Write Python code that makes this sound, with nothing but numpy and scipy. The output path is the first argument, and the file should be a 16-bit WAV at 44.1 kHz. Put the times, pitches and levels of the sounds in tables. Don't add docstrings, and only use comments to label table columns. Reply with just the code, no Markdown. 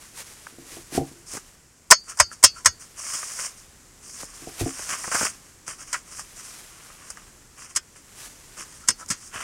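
import sys
import numpy as np
from scipy import signal
from scipy.fft import rfft, irfft
from scipy.io import wavfile
from scipy.ndimage import uniform_filter1d

SR = 44100
rng = np.random.default_rng(int(sys.argv[2]) if len(sys.argv) > 2 else 0)


def output_pcm(signal):
    pcm = np.clip(np.atleast_2d(signal).T, -1, 1) * 32767
    wavfile.write(sys.argv[1], SR, np.round(pcm).astype(np.int16))


N = 415863
BLOW_S = 0.45


def undb(db):
    return 10 ** (np.asarray(db) / 20)


def unit(x):
    return x / np.sqrt(np.mean(x ** 2))


def colour(x, points):
    size = 2048
    hz, db = np.transpose(points)
    bin_hz = np.arange(size // 2 + 1) * SR / size
    gain = undb(np.interp(np.log(bin_hz + 1), np.log(hz), db))
    cepstrum = irfft(np.log(gain))
    cepstrum[1:size // 2] *= 2
    cepstrum[size // 2 + 1:] = 0
    response = irfft(np.exp(rfft(cepstrum)))
    return signal.fftconvolve(x, response)[:len(x)]


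def soften(x, hz):
    lowpass = signal.butter(3, min(hz, SR / 4), fs=SR, output="sos")
    return signal.sosfilt(lowpass, x)


def walk(rate):
    hold = max(int(SR / rate), 2)
    steps_held = np.repeat(rng.standard_normal(N // hold + 1), hold)
    return unit(uniform_filter1d(steps_held, hold)[:N])


def grit(rate, spread_db):
    size = undb(spread_db * np.minimum(rng.exponential(size=N), 5))
    fires = rng.random(N) < rate / SR
    return unit(fires * size * rng.standard_normal(N))


def contact(decay_s, rise_s=0.0029):
    t = np.arange(int(BLOW_S * SR)) / SR
    envelope = (1 - np.exp(-t / rise_s)) * np.exp(-t / max(decay_s, 1 / SR))
    return rng.standard_normal(len(t)) * envelope


def blow(x, decay_s):
    return x * np.sqrt(abs(decay_s) * SR / 2 / np.sum(x ** 2))


def modes_struck(modes, scatter_db):
    t = np.arange(int(BLOW_S * SR)) / SR
    hz, db, t60 = np.transpose(modes)[:, :, None]
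    sign = rng.choice([-1, 1], hz.shape)
    weights = undb(db + scatter_db * rng.standard_normal(hz.shape)) * sign
    twin_hz = hz * (1 + 0.005 * rng.standard_normal(hz.shape))
    waves = np.sin(2 * np.pi * hz * t) + 0.5 * np.sin(2 * np.pi * twin_hz * t)
    decay = np.exp(-np.log(1000) * t / t60)
    return np.sum(weights * decay * waves, axis=0)


def ring(x, modes, scatter_db):
    return signal.fftconvolve(x, modes_struck(modes, scatter_db))[:len(x)]


def thump(decay_s, soft_hz):
    dull = soften(contact(decay_s), soft_hz)
    return blow(colour(dull, [(25, -16.0), (80, 1.5)]), decay_s)


def add(out, s, x):
    i = int(s * SR)
    out[i:i + len(x)] += x[:N - i]


# frequency in Hz, density in dB per Hz.
HUSH_TONE = [(15, -27), (25, 0), (150, -7.5), (219, -10), (309, -11.5), (363, -11.5), (637, -19),
             (1670, -18.5), (3730, -26), (7480, -16.5), (9520, -24), (12100, -28.5), (15000, -36)]
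HUSH_DB = -53


def hush():
    air = unit(colour(rng.standard_normal(N), HUSH_TONE))
    return undb(HUSH_DB + 1.3 * walk(2.0)) * air


# frequency in Hz, density in dB per Hz.
RUSTLE_TONE = [(100, -14), (400, -4), (900, -2), (2000, -0.5), (3800, -4), (6000, -1.5), (10000, -1.5),
               (13000, -10), (16000, -17.5)]


def rustle(cloth):
    flutter_db = 1.2 * walk(60) + 1.0 * walk(12)
    fibres = grit(rate=12000, spread_db=0.6) * cloth * undb(flutter_db)
    return np.std(fibres) * unit(colour(fibres, RUSTLE_TONE))


# start in seconds, level in dB, contact decay in seconds,
# deep thud against the tap in dB, softness cut-off in Hz.
BOOT_STEPS = [(0.525, -50, 0.024, -25, 450), (0.584, -44.5, 0.074, -25, 446), (0.719, -48, 0.039, -22, 450),
              (0.769, -37, 0.017, -35, 700), (0.922, -39.5, 0.06, -23, 477), (.95, -31, .04, -24, 700),
              (.977, -14.5, 0.018, -14, 1120), (1.013, -24.5, 0.021, -23, 596),
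              (1.114, -45.5, 0.065, -25, 395), (4.419, -43, 0.03, -13.5, 450),
              (4.472, -34.5, 0.025, -10, 1100), (4.61, -23, 0.018, 2.5, 600), (4.66, -21, 0.014, -23, 590),
              (8.59, -54, 0.048, -22, 900)]
# mode in Hz, level in dB, t60 in seconds.
GROUND_MODES = [(140.5, -9, 0.2), (268.6, -1.5, 0.13), (337, 2, .13), (449, -1, 0.063), (710, 5.5, 0.039),
                (784, -6.5, .12)]
# frequency in Hz, gain in dB.
HEEL_TONE = [(25, -1), (55, -3), (90, 3), (150, -6), (400, -68), (1500, -49)]


def steps():
    out = np.zeros(N)
    for s, db, decay_s, heel_db, soft_hz in BOOT_STEPS:
        touch = contact(decay_s)
        tap = unit(modes_struck(GROUND_MODES, scatter_db=0.5))
        roll = unit(ring(touch, GROUND_MODES, scatter_db=0.5))
        shake = blow(soften(tap + undb(-4) * roll, soft_hz), decay_s)
        heel = blow(colour(touch, HEEL_TONE), decay_s)
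        add(out, s, undb(db) * (shake + undb(heel_db) * heel))
    return out


# start in seconds, level in dB, dull against bright in dB,
# decay in seconds, ground thump in dB.
SOIL_CRACKS = [(0.468, -26.5, 14, 0.0017, -60), (1.335, -32, -15, 0.0067, -33.5),
               (1.349, -38, 0, .008, -33), (1.369, -29.5, -1, .008, -31.5), (2.172, -35, -5, 0.026, -60),
               (3.229, -26, 13, 0.0034, -53), (3.389, -28.5, 9, 0.0041, -54), (4.231, -30, 14, 0.0015, -33),
               (4.792, -31, 0, .005, -34.5), (4.89, -29.5, -10, .015, -55), (5.041, -28, 8, .012, -42),
               (5.076, -30, 9, .005, -30), (5.115, -24, 3, 0.027, -41), (5.1447, -18.5, 1, 0.025, -24),
               (5.21, -22, 12, 0.0093, -24), (5.226, -22, 9, 0.0066, -22.5),
               (5.25, -21.5, -3.5, 0.011, -32), (5.679, -23, -4, .002, -38.5), (5.961, -32, 4, 0.0043, -52),
               (6.194, -25.5, -1, 0.003, -56), (6.901, -39, 16, 0.0045, -54),
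               (7.102, -28, -10, 0.0064, -61), (7.171, -35, 9, .0048, -53), (8.577, -39, -2, .005, -52),
               (9.061, -34, -19, .0015, -63), (9.087, -31, -18, 0.011, -51), (9.355, -33, 10, 0.0036, -35)]
# frequency in Hz, density in dB per Hz.
CLOD_TONE = [(150, -52), (500, -1), (850, 2), (1150, 10), (1550, 11), (2200, -1.5), (3100, -14.5),
             (4000, -26), (7000, -40)]
CLOD_THUMP_S, CLOD_THUMP_HZ = 0.0042, 637


def cracks():
    out = np.zeros(N)
    for s, db, dull_db, decay_s, thump_db in SOIL_CRACKS:
        touch = contact(decay_s, rise_s=0.00016)
        dull = unit(colour(touch, CLOD_TONE))
        bright = unit(colour(touch, SCRAPE_TONE))
        snap = blow(undb(dull_db) * dull + bright, decay_s)
        jolt = thump(CLOD_THUMP_S, CLOD_THUMP_HZ)
        add(out, s, undb(db) * snap + undb(thump_db) * jolt)
    return out


# start in seconds, length in seconds, blade scrape in dB,
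# swell over the stroke in dB, soil crunch against scrape in dB.
AUGER_STROKES = [(1.256, 0.11, -38, 3, -10.5), (2.018, 0.056, -52, 5, -11), (2.073, .03, -39, 4.5, -6.5),
                 (2.302, .03, -41.5, 2.5, -8.5), (2.54, .05, -47, -3, -5), (2.79, 0.048, -41.5, -4, -10.5),
                 (2.953, 0.2, -34.5, 9, -9), (3.138, 0.26, -36, -1.5, -10), (3.37, .095, -32.5, 0.5, -8),
                 (3.555, 0.049, -47, -1, -11), (4.004, 0.23, -42, 7.5, -13.5), (4.23, .33, -48.5, -6, -7.5),
                 (4.593, .29, -39, 3.5, -7.5), (4.88, .068, -31, -6.5, -1), (4.955, .15, -35.5, 1.5, -10),
                 (5.1, 0.17, -29.5, 0, -6.5), (5.427, .035, -52.5, 2, -5), (5.658, 0.064, -37, 0, -4.5),
                 (5.769, 0.056, -42.5, 0, -7), (5.853, .12, -43.5, 0.5, -6.5), (6.042, 0.16, -43, 8, -8.5),
                 (6.343, 0.054, -45.5, 2.5, -6), (6.411, 0.18, -47.5, -8, -13.5),
                 (8.563, 0.061, -38, -9, -5.5), (8.64, .22, -51, -2, -8),
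                 (8.974, 0.034, -42.5, -0.5, -12.5), (9.147, 0.13, -49, 11, -12.5),
                 (9.304, .13, -42.5, 6, 3)]
# start in seconds, length in seconds, scrape in dB,
# swell over the stroke in dB, soil crunch against scrape in dB.
GLOVE_SWEEPS = [(6.665, 0.39, -56.5, -1, 0), (7.023, .09, -47.5, 7, -4.5), (7.13, 0.18, -57, -10, 0),
                (7.556, 0.096, -46.5, 4.5, -3.5), (7.681, .03, -43.5, -4, -6), (7.947, 0.018, -51, 1.5, -4)]
# middle in seconds, half length in seconds, cloth rustle in dB.
BODY_MOVES = [(.05, .08, -47.5), (0.193, .028, -37.5), (0.307, .05, -46.5), (0.46, .09, -47.5),
              (0.739, .06, -40), (0.961, 0.02, -31), (1.08, .07, -49), (1.346, .035, -41),
              (1.468, .08, -55.5), (3.3, 0.19, -43.5), (4.212, 0.021, -38.5), (4.481, .11, -45.5),
              (4.61, .017, -31), (4.884, .16, -42), (5.205, 0.055, -35.5), (6.482, 0.22, -48.5),
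              (6.692, 0.46, -51), (8.233, 0.062, -42), (8.51, 0.38, -51.5), (9.4, 0.087, -50)]
BITE_S, BITE_SHARE, LET_GO_S = 0.019, 0.12, 0.019
TRICKLE_DB, TRICKLE_S = -15, 0.067
IDLE_SCRAPE_DB, IDLE_CRUNCH_DB = -65, -72.5
GRASS_DB = -9


def stroke(s, length_s, swell_db):
    t = np.arange(N) / SR - s
    after = np.maximum(t - length_s, 0)
    bite = np.clip(t / (BITE_S + BITE_SHARE * length_s), 0, 1)
    swell = undb(swell_db * (np.clip(t / length_s, 0, 1) - 0.5))
    trickle = undb(TRICKLE_DB)
    release = (1 - trickle) * np.exp(-after / LET_GO_S) + trickle * np.exp(-after / TRICKLE_S)
    return bite * swell * release


def effort():
    t = np.arange(N) / SR
    cloth = sum(undb(db) ** 2 / (1 + ((t - s) / half_s) ** 2) ** 2 for s, half_s, db in BODY_MOVES)
    scrape = undb(IDLE_SCRAPE_DB) ** 2 + undb(GRASS_DB) ** 2 * cloth
    crunch = undb(IDLE_CRUNCH_DB) ** 2
    for s, length_s, db, swell_db, crunch_db in AUGER_STROKES + GLOVE_SWEEPS:
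        power = (undb(db) * stroke(s, length_s, swell_db)) ** 2
        scrape = scrape + power
        crunch = crunch + undb(crunch_db) ** 2 * power
    return np.sqrt(scrape), np.sqrt(crunch), np.sqrt(cloth)


# frequency in Hz, density in dB per Hz.
SCRAPE_TONE = [(2500, -41.5), (3900, -27.5), (4600, -5.5), (5700, 0), (9000, -0.5), (10500, -8.5),
               (11700, -17), (12800, -21.5), (16000, -23)]
# frequency in Hz, density in dB per Hz.
CRUNCH_TONE = [(60, -15.5), (200, -13), (450, -16.5), (650, -7.5), (850, -15), (1080, 1), (1500, -3),
               (2000, -5), (3100, -7.5), (3800, -24), (6000, -47.5)]


def digging(scrape, crunch):
    slip_db = 1.3 * walk(45) + 1.0 * walk(14)
    sand = grit(rate=9100, spread_db=0.5) * scrape * undb(slip_db)
    crumbs = grit(rate=2200, spread_db=2.0) * crunch * undb(slip_db + 1.3 * walk(70))
    hiss = colour(sand, SCRAPE_TONE)
    singing = unit(ring(hiss, STEEL_MODES, scatter_db=2.0))
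    blade = unit(unit(hiss) + undb(-6.5) * singing)
    return np.std(sand) * blade + np.std(crumbs) * unit(colour(crumbs, CRUNCH_TONE))


# start in seconds, level in dB, duration in seconds.
SHAFT_CREAKS = [(2.041, -47.5, 0.13), (2.311, -38, 0.019), (2.543, -44, 0.075), (5.766, -52, 0.071),
                (8.807, -51, 0.065), (8.98, -42.5, 0.076), (9.302, -43.5, 0.14)]
# mode in Hz, level in dB, t60 in seconds.
CREAK_MODES = [(1006, -15.5, 0.12), (1350, 0.5, .03), (1470, -5, 0.011), (1650, -14, 0.063)]


def creaks():
    out = np.zeros(N)
    slips = grit(rate=1000, spread_db=1)
    for s, db, length_s in SHAFT_CREAKS:
        i, n = int(s * SR), int(length_s * SR)
        ticks = slips[i:i + n] * np.hanning(n)[:N - i]
        drive = np.pad(ticks, (0, SR // 10))
        add(out, s, undb(db) * blow(ring(drive, CREAK_MODES, scatter_db=2.0), length_s))
    return out


def jangle(decay_s, count=90):
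    t = np.arange(int(BLOW_S * SR / 3)) / SR
    place, phase, life = rng.random((3, count, 1))
    hz = 1200 + 14500 * (np.arange(count)[:, None] + place) / count
    life_s = abs(decay_s) * (0.5 + life) * (5000 / hz) ** 0.69
    crowd = np.exp(-t / life_s) * np.sin(2 * np.pi * (hz * t + phase))
    return np.pad(crowd.sum(axis=0), (0, int(BLOW_S * SR) - len(t)))


# mode in Hz, level in dB, t60 in seconds when free of soil.
STEEL_MODES = [(587, -8, .03), (1020, 0, .03), (1355, -7, .05), (1930, -7, .05), (2190, -6, .06),
               (2850, -18, .1), (3190, -16, .05), (4441, -20, .33), (4576, -20, .18), (4640, -23, .22),
               (4730, -19, .34), (4845, -16, .1), (4953, -7, .1), (5150, -5, .12), (5285, -4, .11),
               (5520, -2, .065), (5880, -5, .055), (6070, -8, .14), (6480, -2, .05), (6570, -6, .13),
               (7180, -3, .055), (7430, -4, .055), (7720, -6, .06), (8130, -2, .055), (8520, -4, .05),
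               (8890, 0, .05), (10120, -9, .045)]
# time in seconds,
# added damping in dB per second, lowest free frequency in Hz.
SOIL_BURIAL = [(1.9, 15, 329), (2.7, 45, 680), (5.9, 403, 1480), (8.9, 185, 1430)]
# frequency in Hz, gain in dB.
CLASH_TONE = [(2400, -22), (3000, -12), (3900, -18.5), (5200, -4), (8000, 1), (9500, -5), (11500, -16),
              (16000, -28.5)]
# frequency in Hz, gain in dB.
KNOCK_TONE = [(100, -27), (350, -34.5), (590, -2.5), (830, -14.5), (1020, -1.5), (1200, -4), (1650, -5.5),
              (2300, -10.5), (3200, -21.5), (6000, -46)]


def strike(s, decay_s, knock_db, ring_db, bite_s=0.0025):
    bite = 1 - np.exp(-np.arange(int(BLOW_S * SR)) / SR / bite_s)
    touch = contact(decay_s)
    when, dampings, lowest = np.transpose(SOIL_BURIAL)
    damping = np.interp(s, when, dampings)
    modes = [(hz, mode_db, 1 / (1 / t60 + damping / 60)) for hz, mode_db, t60 in STEEL_MODES]
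    held = signal.butter(2, np.interp(s, when, lowest), "highpass", fs=SR, output="sos")
    tone = signal.sosfilt(held, bite * modes_struck(modes, scatter_db=2.5))
    clash = colour(unit(bite * jangle(decay_s)) + undb(-7.5) * unit(touch), CLASH_TONE)
    rough_knock = unit(signal.sosfilt(held, colour(touch, KNOCK_TONE)))
    knock = rough_knock + undb(-10.0) * unit(colour(tone, KNOCK_TONE))
    dull_and_ring = undb(knock_db) * blow(knock, decay_s) + undb(ring_db) * blow(tone, decay_s)
    return blow(clash, decay_s) + dull_and_ring


# start in seconds, level in dB, contact decay in seconds,
# dull knock against bright clash in dB, ring against clash in dB, graze before the blow in seconds,
# rebound after it in seconds, rebound against blow in dB, dull knock of the rebound against its clash in dB,
# ground thump in dB, thump cut-off in Hz.
STEEL_CLANKS = [(1.909, 3, 0.0059, -33, -1.5, 0.0057, .008, -8, 6, -36, 149),
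                (2.199, -8.5, 0.0076, 0, 2.5, 0.011, 0.013, -27, 0, -28, 68),
                (2.4376, 2, 0.0083, -12.5, -2, 0.0096, .02, -24, -16, -30, 67.5),
                (2.6576, -6, 0.0079, -5, -2, 0.011, .014, -27, -19, -31.5, 71),
                (5.928, -21.5, 0.0094, -4.5, -4.5, .012, 0.013, -7, 8, -52, 400),
                (7.76, -14, 0.0068, -17, -6.5, 0.01, .008, -6, -6, -44.5, 606),
                (8.885, -7.5, 0.0042, -10, -1.5, 0.0092, 0.018, -12, -9, -32.5, 423),
                (9.101, -21, 0.014, -7.5, -6, 0.02, 0.0087, -2.5, -8.5, -29.5, 220)]
GRAZE_DB, GRAZE_DECAY_S, GRAZE_KNOCK_DB = -20, 0.01, -11
STEEL_THUMP_S = 0.014


def clanks():
    out = np.zeros(N)
    for (s, db, decay_s, knock_db, ring_db, graze_s, rebound_s, rebound_db,
         rebound_knock_db, thump_db, thump_hz) in STEEL_CLANKS:
        graze = strike(s, GRAZE_DECAY_S, GRAZE_KNOCK_DB, ring_db)
        main_blow = strike(s, decay_s, knock_db, ring_db)
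        rebound = strike(s, decay_s, rebound_knock_db, ring_db)
        add(out, s - graze_s, undb(db + GRAZE_DB) * graze)
        add(out, s, undb(db) * main_blow)
        add(out, s, undb(thump_db) * thump(STEEL_THUMP_S, thump_hz))
        add(out, s + rebound_s, undb(db + rebound_db) * rebound)
    return out


def scene():
    scrape, crunch, cloth = effort()
    background = hush() + rustle(cloth) + steps()
    auger = cracks() + digging(scrape, crunch) + creaks() + clanks()
    return (background + auger)[None]


def record(dry):
    clipped = np.clip(dry, -1, 1)
    top_hz = 15800
    lowpass = signal.ellip(10, 0.2, 80, top_hz, fs=SR, output="sos")
    return signal.sosfilt(lowpass, clipped)


dry = scene()
out = record(dry)
output_pcm(out)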